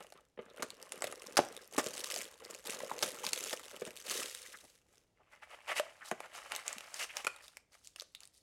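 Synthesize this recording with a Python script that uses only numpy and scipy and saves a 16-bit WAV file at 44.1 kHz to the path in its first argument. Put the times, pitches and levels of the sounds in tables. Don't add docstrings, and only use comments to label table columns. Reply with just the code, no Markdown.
import sys
import numpy as np
from scipy import signal
from scipy.fft import rfft, irfft, next_fast_len
from scipy.io import wavfile
from scipy.ndimage import uniform_filter1d, map_coordinates

SR = 44100
rng = np.random.default_rng(int(sys.argv[2]) if len(sys.argv) > 2 else 0)


def digitize_waveform(pressure):
    field = np.atleast_2d(pressure).T
    bounded = np.clip(field, -1, 1)
    quanta = np.round(bounded * 32767).astype(np.int16)
    wavfile.write(sys.argv[1], SR, quanta)


N = 371454
TIME_S = np.arange(N) / SR
TOP_HZ = 16000

# [f/Hz, density/dB]
FLOOR_SPECTRUM = [(20, -10), (55, 4.5), (200, -5.5), (500, -5.5), (1200, -20), (7000, -24), (15000, -37)]
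# [f/Hz, t60/s]
ROOM_DECAY = [(500, 0.33), (2500, 0.33), (7000, 0.3), (15000, 0.082)]
# [t/s, struck panel level/dB, panel f/Hz, whole box level/dB]
BOX_KNOCKS = [(0.3745, -49, 530, -40), (0.3896, -34.5, 470, -32.5), (0.5952, -42.5, 242, -35.5),
              (0.6256, -37, 430, -29.5), (1.0418, -28.5, 614, -41.5), (1.3903, -15.5, 710, -16),
              (1.78, -25, 298, -21), (1.8638, -36, 527.5, -29), (2.164, -37.5, 667, -57),
              (2.8337, -33.5, 558, -38.5), (2.9143, -28.5, 940, -36), (3.0281, -43.5, 939, -34),
              (3.2409, -33.5, 960, -56), (3.5344, -36, 520.2, -67), (3.8187, -32, 480, -31),
              (3.8729, -44.5, 513.4, -33.5), (5.7963, -31, 957, -48), (6.1143, -29.5, 690, -24.5),
              (6.7626, -48, 225, -62)]
# [f/Hz, level/dB, t60/s]
BOX_MODES = [(155, -7, 0.057), (238, -4, 0.078), (370.8, -4, 0.081), (458, -0.5, 0.06), (610, -4, 0.1),
             (868, -8.5, 0.05)]
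# [t/s, level/dB, f/Hz, t60/s]
EDGE_FLICKS = [(5.7982, -23.5, 600, 0.057), (5.8, -41, 663, 0.2), (7.2685, -21, 1410, 0.025),
               (7.2693, -19, 2490, 0.016), (7.271, -42, 2484, 0.144)]
# [middle t/s, level/dB, f/Hz]
SQUEAKY_DRAGS = [(0.501, -67, 3740), (4.455, -54.5, 1963), (4.546, -50.5, 1686), (4.645, -60.5, 520),
                 (5.21, -65, 751), (5.337, -60, 1764), (6.027, -50.5, 1640), (6.252, -50, 1172),
                 (7.106, -48, 2500), (8.166, -63, 3800)]
# [t/s, fizz level/dB, scrape level/dB]
STEADY_CONTACT = [(5.15, -100, -79.5), (5.39, -84, -69), (5.6, -76, -64), (5.74, -62, -53),
                  (5.96, -72, -63), (6.3, -72, -61), (6.4, -62, -56), (7.22, -63, -59), (7.41, -70, -62),
                  (7.57, -72.5, -76), (7.68, -99.5, -92), (7.74, -72.5, -71.5), (7.92, -78, -83.5),
                  (8.42, -81.5, -87.5)]
# [start t/s, length/s, fizz level/dB, scrape level/dB]
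PUSHES = [(5.296, .055, -72, -65.5), (5.41, .025, -66, -53), (5.48, 0.07, -66, -54),
          (5.663, .065, -51.5, -41), (5.748, .04, -41.5, -36), (6.035, 0.051, -53, -57.5),
          (6.199, .06, -66, -56), (6.322, 0.06, -55, -51), (6.495, .1, -57, -48.5), (6.64, .09, -55.5, -50),
          (6.934, .04, -50.5, -52), (6.975, .068, -43.5, -40.5), (7.143, .06, -53, -46.5),
          (7.415, 0.0253, -56, -62), (7.712, 0.02, -61.5, -66), (7.825, 0.043, -61.5, -90),
          (7.97, .025, -60.5, -60.5), (8.192, 0.05, -68, -67.5), (8.324, 0.056, -67.5, -88.5)]
# [f/Hz, density/dB]
SCRAPE_SPECTRUM = [(80, -32.5), (220, -12.5), (380, -9), (570, 2.5), (1050, 0), (1500, 0.5), (2300, 2.5),
                   (3050, -1), (3900, -15.5), (8000, -34)]
# [f/Hz, density/dB]
FIZZ_SPECTRUM = [(1200, -31.5), (3000, -4), (4500, -0.5), (9500, -2.5), (12000, -8.5), (15500, -19)]
# [t/s, level/dB]
WRINKLE_TICKS = [(0.7042, -30), (0.827, -33.5), (1.07, -30.5), (1.27, -33), (1.566, -31.5), (1.8427, -29),
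                 (1.8631, -26.5), (1.8703, -24.5), (1.9794, -27), (2.0431, -23.5), (2.1211, -26),
                 (2.162, -25), (2.189, -27), (2.4504, -34), (2.548, -33.5), (2.7053, -25.5),
                 (2.9906, -28.5), (3.3598, -30.5), (3.4376, -31), (3.471, -30), (3.852, -31.5),
                 (3.9725, -33), (4.098, -23), (4.349, -28), (4.9811, -50.5), (6.3602, -39), (6.551, -26.5),
                 (6.5625, -23), (6.6799, -19), (6.729, -26.5), (6.9427, -26), (7.3628, -39.5),
                 (7.7523, -52), (7.873, -34.5), (7.9986, -27), (8.0087, -31.5), (8.2053, -38.5),
                 (8.2337, -39), (8.2538, -41), (8.2749, -44)]
# [t/s, crack level/dB, sheet pop level/dB, facet f/Hz]
CREASE_SNAPS = [(0.123, -49, -46.5, 1780), (0.921, -34, -43.5, 9100), (1.0215, -31.5, -31.5, 7800),
                (1.042, -34, -37, 2420), (1.1244, -41, -39, 10000), (1.22, -44, -53.5, 2640),
                (2.102, -35, -46, 6040), (2.804, -43, -38, 2006), (3.2659, -29, -46.5, 4130),
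                (5.797, -30, -28, 2002), (6.1133, -36.5, -30.5, 2500), (6.2037, -43.5, -37, 2430),
                (6.5196, -32, -36, 2310), (6.7828, -39, -49.5, 2440), (6.807, -43, -49, 2960),
                (7.169, -31, -40, 5670), (7.2475, -36, -38.5, 2270), (7.268, -29.5, -33, 2340),
                (7.2755, -37.5, -35.5, 2400), (7.481, -47.5, -64, 3680), (7.57, -42.5, -54.5, 2200),
                (7.9608, -43.5, -54, 2783), (8.0204, -45.5, -47, 6030), (8.1496, -41.5, -77, 3650)]
# [t/s, length/s, crack level/dB, sheet pop level/dB]
FILM_RIPS = [(0.6237, .011, -36, -34), (1.3696, 0.016, -24, -25.5), (1.78, .026, -32.5, -30.5),
             (3.0258, .013, -27.5, -31), (3.3317, 0.0043, -26.5, -46.5), (3.529, 0.00936, -34.5, -34.5)]
# [f/Hz, density/dB]
CRACK_SPECTRUM = [(400, -23), (1200, -13), (2500, 4.5), (9000, 2.5), (12500, -6.5), (16000, -17.5)]
# [f/Hz, density/dB]
POP_SPECTRUM = [(80, -14), (250, -13), (580, 2.5), (1500, 1), (2200, -3.5), (4000, -23.5), (9000, -50.5)]
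# [t/s, crackle level/dB, dull rustle of sheet and box level/dB]
STEADY_FILM = [(0, -60, -48.5), (.25, -81, -104), (.36, -94, -101), (.41, -75, -59), (.75, -68, -62),
               (1.15, -60, -57), (1.58, -59, -54), (1.69, -65, -67.5), (1.88, -52.5, -54.5),
               (2.2, -50, -57), (2.29, -62, -57.5), (2.37, -65, -65), (2.62, -61, -66), (2.74, -54, -52),
               (2.97, -53, -49), (3.52, -53, -57), (3.8, -57, -61), (4.05, -60.5, -67)]
# [start t/s, length/s, crackle level/dB, rustle level/dB]
FILM_TUGS = [(0.144, 0.015, -72, -57), (0.556, 0.0935, -59.5, -53), (0.795, 0.02, -64, -55),
             (0.913, 0.097, -62, -54.5), (1.016, 0.07, -53, -48), (1.24, 0.044, -67, -54),
             (1.364, 0.039, -48, -48), (1.715, 0.16, -52, -51), (1.925, 0.15, -48, -55),
             (2.094, 0.11, -44, -51), (2.395, 0.059, -63, -54), (2.482, 0.048, -52.5, -51),
             (2.645, 0.087, -45, -47.5), (3.009, 0.062, -43, -46), (3.219, 0.056, -43, -48.5),
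             (3.345, 0.17, -44.5, -51.5), (3.715, 0.02648, -55, -50.5), (3.84, 0.0396, -56.5, -52),
             (3.955, 0.034, -52, -73)]
# [t/s, crackle level/dB, rustle level/dB]
LOOSE_FILM = [(4.04, -55.5, -55.5), (4.112, -38.5, -48), (4.232, -42.5, -46), (4.318, -50.5, -64),
              (4.532, -57, -65), (4.768, -69.5, -79.5), (4.842, -84.5, -83), (4.95, -70, -72),
              (5.14, -95, -91)]
# [f/Hz, density/dB]
CRACKLE_SPECTRUM = [(300, -31), (900, -8.5), (1600, -3), (2700, -1), (4500, -3), (7000, 0), (9500, -2),
                    (12000, -6.5), (15500, -16)]
# [f/Hz, density/dB]
RUSTLE_SPECTRUM = [(50, -31.5), (110, -9), (190, -4), (330, -5.5), (510, 6), (740, -5), (1050, -1.5),
                   (1600, 0), (3000, -6.5), (7000, -44)]

TUG_ATTACK_S, TUG_FADE_DB_PER_S, TUG_SLIP_DB_PER_DB = .02, 210, .15
PUSH_ATTACK_S, PUSH_FADE_DB_PER_S, PUSH_SLIP_DB_PER_DB = .027, 381.5, .55
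FIRM_DB = -54
RIP_CRACKS_PER_S, RIP_FADE_DB = 370, 11.5


def amp(db):
    return 10 ** (np.asarray(db) / 20)


def unit(x):
    return x / np.sqrt(np.mean(x ** 2) + 1e-20)


def blip(x):
    return x * np.sqrt(.002 * SR / (np.sum(x ** 2) + 1e-20))


def along(points, hz):
    f, v = np.transpose(points)
    return np.interp(np.log(hz + 1), np.log(f + 1), v)


def curves(rows):
    s, *columns = np.transpose(rows)
    return [np.interp(TIME_S, s, c, left=-120, right=-120) for c in columns]


def wobble(knots_per_s):
    return map_coordinates(rng.standard_normal(4096), [TIME_S * knots_per_s], mode="wrap")


def coloured(x, spectrum, size=2048):
    level_db = along(spectrum, np.fft.rfftfreq(size, 1 / SR))
    cepstrum = irfft(np.log(amp(level_db)))
    cepstrum[1:size // 2] *= 2
    cepstrum[size // 2 + 1:] = 0
    impulse = irfft(np.exp(rfft(cepstrum)))
    return signal.fftconvolve(x, impulse)[:len(x)]


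def add(track, s, sound):
    part = track[max(round(s * SR), 0):][:len(sound)]
    part += sound[:len(part)]


def ring(t, hz, t60, rise=0.00048):
    return np.sin(2 * np.pi * hz * t) * amp(-60 * t / t60) * (1 - np.exp(-t / rise))


def burst(t, t60, rise=0.00031):
    return rng.standard_normal(np.shape(t)) * amp(-60 * t / t60) * (1 - np.exp(-t / rise))


def narrow(pitch_hz, half_width_hz):
    lowpass = signal.butter(2, half_width_hz, fs=SR, output="sos")
    band = signal.sosfilt(lowpass, rng.standard_normal(len(pitch_hz)))
    return unit(band * np.sin(2 * np.pi * np.cumsum(pitch_hz) / SR))


def effort(steady, moves, attack_s, fade_db_per_s, slip_db_per_db):
    power = sum(amp(curves(rows)) ** 2 for rows in steady)
    t = np.arange(SR // 2) / SR
    for s, length_s, bright_db, dull_db in moves:
        fade = fade_db_per_s * amp(slip_db_per_db * max(dull_db - FIRM_DB, 0))
        shape = np.minimum(t / attack_s, 1) * amp(-fade * np.maximum(t - length_s, 0))
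        for track, db in zip(power, (bright_db, dull_db)):
            add(track, s, (amp(db) * shape) ** 2)
    return 10 * np.log10(power)


def grains(level_db, spectrum, hz, rate, growth, spread_db, clump_db, t60, tone, bed, size=400):
    density = rate * amp(growth * np.clip(level_db + 50, -30, 12))
    starts = np.flatnonzero(rng.random(N) < density / SR)[:, None]
    t = np.tile(np.arange(size) / SR, (len(starts), 1))
    pitch_hz = np.minimum(hz * np.exp(0.532 * rng.standard_normal(starts.shape)), TOP_HZ)
    strength = amp(spread_db * np.minimum(rng.exponential(size=starts.shape), 3.5))
    shapes = strength * (burst(t, t60) + tone * ring(t, pitch_hz, t60))
    places = starts + np.arange(size)
    sound = np.bincount(places.ravel(), shapes.ravel(), N + size)[:N]
    sound = coloured(sound * amp(clump_db * wobble(90)), spectrum)
    power = np.abs(uniform_filter1d(uniform_filter1d(sound ** 2, size=1500), size=1500))
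    sound = sound / np.sqrt(power + 1e-3 * np.median(power) + 1e-20)
    hiss_gain = bed * amp(-.2 * np.clip(level_db + 46.0, -30, 0))
    mix = sound + hiss_gain * unit(coloured(rng.standard_normal(N), spectrum))
    mix_power = np.abs(uniform_filter1d(mix ** 2, size=8000))
    return amp(level_db) * mix / np.sqrt(mix_power + 1e-20)


def background():
    return amp(-78.0) * unit(coloured(rng.standard_normal(N), FLOOR_SPECTRUM))


def room(x, early_db, tail_db, count=10):
    hz, t, z = signal.stft(rng.standard_normal(SR // 3), SR, nperseg=256)
    decay = amp(-60 * t / along(ROOM_DECAY, hz)[:, None])
    tail = signal.istft(z * decay, SR, nperseg=256)[1]
    early = np.zeros(len(tail))
    early[(rng.uniform(.001, .009, count) * SR).astype(int)] = rng.standard_normal(count)
    early = amp(early_db) * early / np.linalg.norm(early)
    tail = amp(tail_db) * tail / np.linalg.norm(tail)
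    return signal.fftconvolve(x, early + tail)[:N]


def box_body(t):
    body = np.zeros(len(t))
    for hz, level_db, t60 in BOX_MODES:
        gripped_hz = hz * (1 + .025 * rng.standard_normal())
        body += rng.choice([-1, 1]) * amp(level_db) * ring(t, gripped_hz, t60, rise=0.0023)
    return blip(body)


def knocks():
    out, t = np.zeros(N), np.arange(SR // 4) / SR
    for s, panel_db, hz, box_db in BOX_KNOCKS:
        cycles = np.interp(panel_db, [-28, -15], [11, 4.5])
        panel = blip(ring(t, hz, t60=cycles / hz, rise=.8 / hz))
        rattle = blip(coloured(burst(t, t60=0.062), RUSTLE_SPECTRUM))
        box = blip(box_body(t) + 0.66 * rattle)
        thud = blip(ring(t, hz=115, t60=0.041, rise=0.00083))
        add(out, s, amp(panel_db) * panel + amp(box_db - 5.5) * box + amp(box_db - 22.5) * thud)
    return out


def flicks():
    out, t = np.zeros(N), np.arange(SR // 4) / SR
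    for s, db, hz, t60 in EDGE_FLICKS:
        add(out, s, amp(db) * ring(t, hz, t60))
    return out


def drags(length_s=0.044):
    out, swell = np.zeros(N), np.hanning(round(length_s * SR))
    for s, db, hz in SQUEAKY_DRAGS:
        tone = narrow(np.full(len(swell), hz), half_width_hz=400)
        add(out, s - length_s / 2, amp(db) * swell * tone)
    return out


def squeak(scrape_db, low_hz, high_hz, glide, half_width_hz):
    speed_db = np.clip(scrape_db + 40, -25, 0)
    stretch = amp(glide * speed_db + .25 * wobble(14))
    bands = narrow(low_hz * stretch, half_width_hz) + 1.2 * narrow(high_hz * stretch, half_width_hz)
    return amp(scrape_db + 1.2 * speed_db) * unit(bands)


def sliding():
    fizz_db, scrape_db = effort([STEADY_CONTACT], PUSHES,
                                PUSH_ATTACK_S, PUSH_FADE_DB_PER_S, PUSH_SLIP_DB_PER_DB)
    scrape = grains(scrape_db + 2 * wobble(28), SCRAPE_SPECTRUM, hz=1400, rate=1700, growth=.7,
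                    spread_db=3.8, clump_db=3, t60=.009, tone=.7, bed=.25)
    fizz = grains(fizz_db, FIZZ_SPECTRUM, hz=6000, rate=2200, growth=.4,
                  spread_db=3.5, clump_db=2, t60=.004, tone=1, bed=.38)
    edge = squeak(scrape_db, low_hz=2150, high_hz=2780, glide=0.04, half_width_hz=230)
    return amp(-1) * scrape + amp(-3.5) * edge + fizz


def ticks():
    out, t = np.zeros(N), np.arange(SR // 100) / SR
    for s, db in WRINKLE_TICKS:
        crack = blip(coloured(burst(t, t60=.003, rise=.0001), CRACK_SPECTRUM))
        facet = blip(ring(t, rng.uniform(3500, 9000), t60=0.0028))
        add(out, s, amp(db - 10) * blip(crack + 0.88 * facet))
    return out


def rips():
    for s, length_s, crack_db, pop_db in FILM_RIPS:
        count = max(round(length_s * RIP_CRACKS_PER_S), 1)
        for k in range(count):
            jitter = min(k, 1) * rng.uniform(-.5, .5)
            run = (k + jitter) / count
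            sink_db = RIP_FADE_DB * run ** 2
            facet_hz = 5500 * np.exp(.3 * rng.standard_normal())
            yield s + run * length_s, crack_db - sink_db, pop_db - sink_db, facet_hz


def snaps():
    out, t = np.zeros(N), np.arange(SR // 20) / SR
    for s, crack_db, pop_db, hz in list(CREASE_SNAPS) + list(rips()):
        crack = blip(coloured(burst(t, t60=0.005, rise=.0001), CRACK_SPECTRUM))
        facet = blip(ring(t, hz, t60=0.0043))
        shiver = blip(coloured(burst(t, t60=.024), CRACKLE_SPECTRUM))
        pop = blip(coloured(burst(t, t60=0.015) + 0.095 * burst(t, t60=0.02), POP_SPECTRUM))
        snap = blip(crack + 0.97 * facet + 0.67 * shiver)
        add(out, s, amp(crack_db) * snap + amp(pop_db) * pop)
    return out


def film():
    moves = FILM_TUGS, TUG_ATTACK_S, TUG_FADE_DB_PER_S, TUG_SLIP_DB_PER_DB
    taut_db = effort([STEADY_FILM], *moves)[0]
    loose_db = curves(LOOSE_FILM)[0]
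    rustle_db = effort([STEADY_FILM, LOOSE_FILM], *moves)[1]
    crease = dict(spectrum=CRACKLE_SPECTRUM, hz=4800, growth=.6, clump_db=3.2, t60=.0048, tone=.9)
    taut = grains(taut_db, rate=650, spread_db=6.3, bed=.18, **crease)
    loose = grains(loose_db, rate=1600, spread_db=4.5, bed=.35, **crease)
    rustle = grains(rustle_db, RUSTLE_SPECTRUM, hz=560, rate=240, growth=.4,
                    spread_db=3.5, clump_db=2, t60=0.018, tone=0.8, bed=0.3)
    return amp(-0.66) * (taut + loose) + amp(-2.16) * rustle


def scene():
    hands = knocks() + flicks() + drags() + sliding() + ticks() + snaps() + film()
    highpass = signal.butter(2, 100, "highpass", fs=SR, output="sos")
    hands = signal.sosfilt(highpass, hands)
    echo = room(hands, early_db=-13.5, tail_db=-15.5)
    return (hands + echo + background())[None]


def record(dry):
    size = next_fast_len(N + SR // 2)
    kept = np.fft.rfftfreq(size, 1 / SR) < TOP_HZ
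    return irfft(rfft(dry, size) * kept, size)[..., :N]


dry = scene()
out = record(dry)
digitize_waveform(out)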